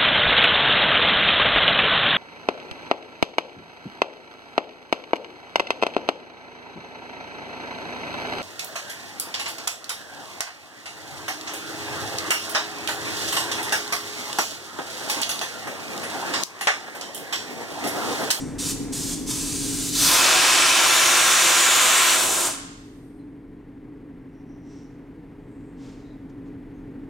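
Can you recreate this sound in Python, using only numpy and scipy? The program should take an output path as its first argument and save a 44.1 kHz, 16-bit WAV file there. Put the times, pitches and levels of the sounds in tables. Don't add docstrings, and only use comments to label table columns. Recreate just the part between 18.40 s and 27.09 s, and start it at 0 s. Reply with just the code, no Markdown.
import sys
import numpy as np
from scipy import signal
from scipy.fft import rfft, irfft, next_fast_len
from scipy.io import wavfile
from scipy.ndimage import uniform_filter1d

SR = 44100
rng = np.random.default_rng(int(sys.argv[2]) if len(sys.argv) > 2 else 0)


def store_pcm(level_fs):
    pcm = np.round(np.clip(level_fs, -1, 1) * 32767).astype(np.int16)
    wavfile.write(sys.argv[1], SR, np.atleast_2d(pcm).T)


N = 383229
TIME = np.arange(N) / SR

# t/s, shaft speed/Hz, tone gain/dB, rumble gain/dB
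ENGINE_IDLE = [(0, 12.23, -4.5, 4), (1.2, 12.28, 2.7, -2), (3, 12.3, -3.5, -3), (4.6, 12.3, 1.5, -1.3),
               (6.6, 12.24, 0.2, -0.3), (8.69, 12.22, 2.6, 0.1)]
# multiple of shaft speed, level/dB
EXHAUST_TONES = [(3, -66), (6, -55.5), (12.5, -57), (13, -56.5), (14, -48), (19, -50.5), (20, -56.5),
                 (21, -47.5), (22, -41.5), (23, -40), (24, -43.5), (25, -48), (26, -50)]
# multiple of its own speed, level/dB
COMPRESSOR_TONES = [(2.5, -56.5), (3, -51), (3.5, -52.5), (4, -63), (4.5, -56), (5, -61), (9, -51.5),
                    (11, -48.5), (11.5, -54), (14, -58.5)]
# f/Hz, level/dB
FAN_TONES = [(353.5, -52.5), (409, -49), (437, -57), (472, -59)]
# f/Hz, level/dB
RUMBLE_EQ = [(12, -88.5), (27, -64), (65, -73), (100, -64), (170, -62.5), (205, -64), (280, -57.5),
             (340, -66.5), (450, -69), (600, -78), (950, -80), (1250, -85.5), (2000, -85), (2700, -94),
             (4000, -102), (6000, -108.5), (9500, -109.5), (15000, -114)]
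# t/s, length/s, final level/dB, swell on the way/dB, relative seep level/dB
COCK_SPURTS = [(-0.1, 0.12, -41.5, -4, -2), (0.181, 0.13, -26.5, 4.5, -9), (0.52, 0.22, -31, 0.5, -4),
               (0.86, 0.053, -25.5, 11, -2), (0.945, 0.55, -29.5, 2, -14.5)]
# f/Hz, relative level/dB
HISS_EQ = [(150, -32.5), (600, -18), (1000, -15), (1700, -14.5), (2600, -10.5), (3800, -5), (5000, -3),
           (6200, -1), (8400, 0.5), (10000, -4.5), (12000, -11), (15500, -19)]
# t/s, gain/dB
HISS_FIZZ = [(0, -12), (0.25, 1), (1.3, -0.5), (1.7, 8), (1.92, 1.5), (2.25, -0.3), (2.6, 3.5), (4.05, 5.5),
             (4.25, -10)]
# f/Hz, width/Hz, boost before scaling/dB
HOSE_MODES = [(351, 25, 10), (510, 28, 3.5), (643, 16, 3.8), (678, 8, 2.5), (758, 14, 6.8), (954, 16, 3.5),
              (1025, 36, 7), (1087, 16, 5), (1236, 24, 6.5), (1348, 20, 6), (1386, 35, 3.5), (1488, 32, 3),
              (1596, 16, 6.5), (1634, 24, 3.5), (1770, 40, 2.5), (2287, 18, 3), (2340, 55, 3),
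              (2564, 36, 3.5), (2672, 45, 3.5), (2920, 70, 1.5), (3070, 60, 3), (3473, 24, 5.3),
              (3600, 78, 2.8), (6020, 160, 3.5), (6821, 150, 2), (7170, 60, 3)]
# f/Hz, relative level/dB
ROAR_EQ = [(40, -37.5), (140, -23.5), (220, -13.5), (330, -11.5), (550, -5.5), (800, -3.5), (1100, -1),
           (1900, -0.5), (2600, -1.1), (3500, -1), (4300, -4), (6000, -22.5), (12000, -30)]
# t/s, half length/s, f/Hz, width/Hz, boost/dB
MOUTH_WHISTLES = [(1.62, 0.17, 6020, 168.3, 4), (1.837, .3, 2532, 45.55, 6), (1.744, 0.07, 998, 110.7, 3.5),
                  (2.242, 0.17, 2500, 264.7, 3.5), (2.303, 0.22, 3060, 122.5, 4.5),
                  (3.3, .15, 6830, 110, 6), (3.5, 0.46, 7300, 45, 6.5)]
# centre t/s, half length/s, f/Hz, width/Hz, level/dB
GAP_WHEEZES = [(4.5, 0.25, 8800, 753, -95), (4.5, .2, 11640, 1208, -99.5), (4.812, 0.018, 4080, 150, -90),
               (5.98, .04, 5740, 330, -95.5), (6.13, 0.039, 5750, 330, -91),
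               (6.36, 0.089, 5750, 321, -84.5), (7.22, .14, 7870, 1000, -101.5),
               (7.691, 0.041, 3890, 180, -85.5), (8.38, 0.038, 6500, 275, -99)]
# t/s, length/s, level/dB
HOSE_PUFFS = [(6.228, 0.16, -90.5), (7.356, 0.15, -83.5), (7.893, .01, -92), (8.045, .035, -97)]
# f/Hz, gain/dB
PUFF_EQ = [(500, 10), (1500, -3), (3000, -4), (4800, -4), (7000, -6.5), (9000, -16), (12000, -25),
           (15000, -32)]
# f/Hz, t60/s
YARD_DECAY = [(200, 0.67), (1500, 0.98), (5000, 0.93), (7500, .73), (10000, 0.51), (12500, .42),
              (16000, 0.23)]
# f/Hz, coherence, left phase lead/rad, left minus right/dB
MIC_PORTS = [(30, 1, .33, 1), (70, .99, .6, 1), (130, .97, .95, 1.5), (280, .97, .96, 1),
             (600, .9, .8, 2.1), (1200, .91, .3, 1.4), (2500, .94, .05, -.3), (8000, .94, 0, -1),
             (12000, .7, .5, .5), (16000, .76, .1, .5)]
# f/Hz, side gain/dB
SIDE_EQ = [(50, -23), (150, -15), (280, -10.5), (420, -8.5), (750, -2), (1500, 3), (5000, -0.5)]

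OPEN_S, SAG_S, EMPTY_S = 1.501, 3.71, 4.062
# base level/dB, attack/s, attack exponent, growth/(dB/s), drop on the sag/dB
LIP = (-15.5, 0.36, 0.7, 1.1, 2)
PLUME = (-13, 0.3646, 1.93, 1.58, 12.5)


def gain_of(db):
    return np.exp(np.asarray(db) * (np.log(10) / 20))


def curve(rows, t):
    times, *columns = np.transpose(rows)
    return [np.interp(t, times, c) for c in columns]


def colour(rows, hz):
    f, *columns = np.transpose(rows)
    return [np.interp(np.log(hz + 1), np.log(f + 1), c) for c in columns]


def bell(x, middle, width):
    return np.exp(-((x - middle) / width) ** 2)


def ramp(t, start, length):
    return np.clip((t - start) / length, 0, 1)


def grid(size):
    return np.arange(4 * N // size + 5)[:, None] * size / 4 / SR, np.fft.rfftfreq(size, 1 / SR)


def wander(rate_hz, t=TIME):
    knots = np.linspace(0, N / SR, 2000)
    f = np.geomspace(rate_hz / 10, rate_hz, 20)[:, None]
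    lfo = (np.sin(2 * np.pi * (f * knots + rng.random(f.shape))) / np.sqrt(f)).sum(0)
    return np.interp(t, knots, lfo / lfo.std())


def noise(field_db, size):
    t, hz = grid(size)
    a, b, c, d = rng.standard_normal((4, len(t), len(hz)))
    coherence = np.clip(colour(MIC_PORTS, hz)[0], 0, 1)
    left = a + 1j * b
    right = coherence * left + np.sqrt(1 - coherence ** 2) * (c + 1j * d)
    spectra = np.array([left, right]) * gain_of(field_db)
    x = signal.istft(spectra, nperseg=size, noverlap=size * 3 // 4, time_axis=1, freq_axis=2)[1]
    return x[:, :N] * np.sqrt(1.5 * SR / size)


def unit_power(db, hz):
    return db - 10 * np.log10((gain_of(db) ** 2).sum() * hz[1])


def eddies(t, hz, depth_db, frames=5, bins=40):
    grain = rng.standard_normal((len(t), len(hz)))
    patches = uniform_filter1d(uniform_filter1d(grain, frames, 0), bins, 1)
    return depth_db * patches / patches.std()


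def tone(turns, db, waver_db):
    waver = wander(12, np.linspace(0, N / SR, len(turns)))
    return np.sqrt(2) * gain_of(db + waver_db * waver) * np.sin(2 * np.pi * turns)


def diesel_idle():
    speed_hz, tones_db, rumble_db = curve(ENGINE_IDLE, TIME)
    turns = np.cumsum(speed_hz * (1 + .002 * wander(2))) / SR
    step = 32
    shaft = turns[::step]
    compressor = .927 * shaft
    uneven = np.setdiff1d(np.arange(5.5, 29, .5), [k for k, _ in EXHAUST_TONES])
    orders = list(EXHAUST_TONES) + [(k, -66) for k in uneven]
    tones = sum(tone(k * shaft + .13 * k ** 2, db, waver_db=1.9) for k, db in orders)
    tones += sum(tone(k * compressor + .33 * k ** 2, db, waver_db=-1.1) for k, db in COMPRESSOR_TONES)
    tones += sum(tone(f * shaft / speed_hz.mean(), db, waver_db=2.2) for f, db in FAN_TONES)
    tones = signal.resample_poly(tones, step, 1)[:N]
    t, hz = grid(size=4096)
    throb = 1 + 0.05 * np.cos(2 * np.pi * turns) + 0.071 * np.cos(2 * np.pi * 2 * turns)
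    rumble = noise(colour(RUMBLE_EQ, hz)[0] + eddies(t, hz, depth_db=0.14), size=4096) * throb
    return tones * gain_of(tones_db) + rumble * gain_of(rumble_db)


def spurt_envelope():
    snap_s, close_s, seep_s = 0.011, 0.021, 0.09
    power = np.zeros(N)
    for start, length, db, swell_db, seep_db in COCK_SPURTS:
        swell = gain_of(db + swell_db * (ramp(TIME, start, length) - 1))
        after = np.maximum(TIME - start - length, 0)
        release = np.maximum(np.exp(-after / close_s), gain_of(seep_db) * np.exp(-after / seep_s))
        power += (ramp(TIME, start, snap_s) * swell * release) ** 2
    return np.sqrt(power)


def pressure_ride(t, layer):
    *_, growth_db_per_s, drop_db = layer
    return growth_db_per_s * (np.clip(t, OPEN_S, SAG_S) - OPEN_S) - drop_db * ramp(t, SAG_S, 0.1855)


def blast_envelope(layer, release_db_per_s=164.5):
    db, attack_s, exponent, _, _ = layer
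    attack = ramp(TIME, OPEN_S, attack_s) ** exponent
    emptying_db = release_db_per_s * np.maximum(TIME - EMPTY_S, 0)
    return attack * gain_of(db + pressure_ride(TIME, layer) - emptying_db)


def air_jet():
    t, hz = grid(size=4096)
    ring_db = sum(db / (1 + (2 * (hz - f) / width) ** 2) for f, width, db in HOSE_MODES)
    whistle_db = sum(db * bell(t, middle, half) * bell(hz, f, width)
                     for middle, half, f, width, db in MOUTH_WHISTLES)
    shock_hz = 4300 + 1400 * (t - OPEN_S)
    shock_db = 5.5 * bell(t, middle=1.69, width=2.6) * (t > OPEN_S) * bell(hz, shock_hz, width=1600)
    fizz_db = curve(HISS_FIZZ, t)[0] * ramp(hz, 8500, 4500)
    hiss_db = unit_power(colour(HISS_EQ, hz)[0] + .9 * ring_db, hz) + whistle_db + shock_db + fizz_db
    hiss_db += eddies(t, hz, depth_db=2.04, frames=9, bins=14)
    hiss = noise(hiss_db, size=4096) * np.hypot(spurt_envelope(), blast_envelope(LIP))
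    boom_db = (2.5 - pressure_ride(t, PLUME)) / (1 + (hz / 1150) ** 4)
    roar_db = unit_power(colour(ROAR_EQ, hz)[0] + 1.35 * ring_db, hz) + whistle_db + boom_db
    roar = noise(roar_db + eddies(t, hz, depth_db=0.03), size=4096) * blast_envelope(PLUME)
    return (hiss + roar) * gain_of(0.28 * wander(60))


def coupling_leaks():
    t, hz = grid(size=512)
    power = sum(gain_of(db) ** 2 / (1 + ((t - middle) / half) ** 6) * bell(hz, f, width)
                for middle, half, f, width, db in GAP_WHEEZES)
    arch = np.sin(np.pi * ramp(t, start=6.235, length=.225))
    power += gain_of(-93) ** 2 * abs(arch) * bell(hz, 7240 + 750 * arch, width=200)
    puffs = 0
    for start, length, db in HOSE_PUFFS:
        release = np.exp(-np.maximum(t - start - length, 0) / (0.74 * length))
        puffs += gain_of(db) * ramp(t, start, 0.54 * length) * release
    power += (puffs * gain_of(colour(PUFF_EQ, hz)[0])) ** 2
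    return noise(10 * np.log10(power + 1e-18), size=512) * gain_of(0.89 * wander(50))


def yard_echoes(x, near_db, far_db, reflections=60):
    near = np.zeros((2, SR))
    delays_s = rng.uniform(.003, .04, reflections)
    near[:, (delays_s * SR).astype(int)] = rng.choice([-1, 1], reflections) * np.exp(-delays_s / .025)
    taps = rng.standard_normal((2, SR)) * (rng.random((2, SR)) < .06)
    taps *= np.arange(SR) > .015 * SR
    hz, t, spectra = signal.stft(taps, SR, nperseg=256)
    decay = gain_of(-60 * t / colour(YARD_DECAY, hz)[0][:, None])
    far = signal.istft(spectra * decay, SR, nperseg=256)[1][:, :SR]
    near *= gain_of(near_db) / np.linalg.norm(near[0])
    far *= gain_of(far_db) / np.linalg.norm(far[0])
    return signal.fftconvolve(x, near + far, axes=1)[:, :N]


def scene():
    jet, leaks = air_jet(), coupling_leaks()
    send = jet + gain_of(-2.5) * leaks
    return jet + leaks + yard_echoes(send, near_db=-12.5, far_db=-11.0) + diesel_idle()


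def gain_control(x, limit_db, recovery_db_per_s):
    power_db = 10 * np.log10(abs(uniform_filter1d((x ** 2).mean(0), size=3000)) + 1e-12)
    recovery_db = recovery_db_per_s * TIME
    held_db = np.maximum.accumulate(power_db + recovery_db) - recovery_db
    return x * gain_of(-np.maximum(held_db - limit_db, 0))


def record(dry):
    size = next_fast_len(N + SR)
    hz = np.fft.rfftfreq(size, 1 / SR)
    _, lead, balance_db = colour(MIC_PORTS, hz)
    skew = np.exp(.5j * lead) * gain_of(balance_db / 2)
    ports = rfft(dry, size) * np.array([skew, 1 / skew])
    side = (ports[0] - ports[1]) / 2
    side_change = irfft(side * (gain_of(colour(SIDE_EQ, hz)[0]) - 1), size)[:N]
    side_change *= ramp(TIME, start=3.8, length=0.6)
    stereo = irfft(ports, size)[:, :N] + np.array([side_change, -side_change])
    ducked = gain_control(stereo, limit_db=-16.0, recovery_db_per_s=0.6)
    high_cut = signal.firwin(1023, cutoff=15800, window=("kaiser", 9), fs=SR)
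    return signal.oaconvolve(ducked, high_cut[None], "same")


dry = scene()
out = record(dry)
store_pcm(out)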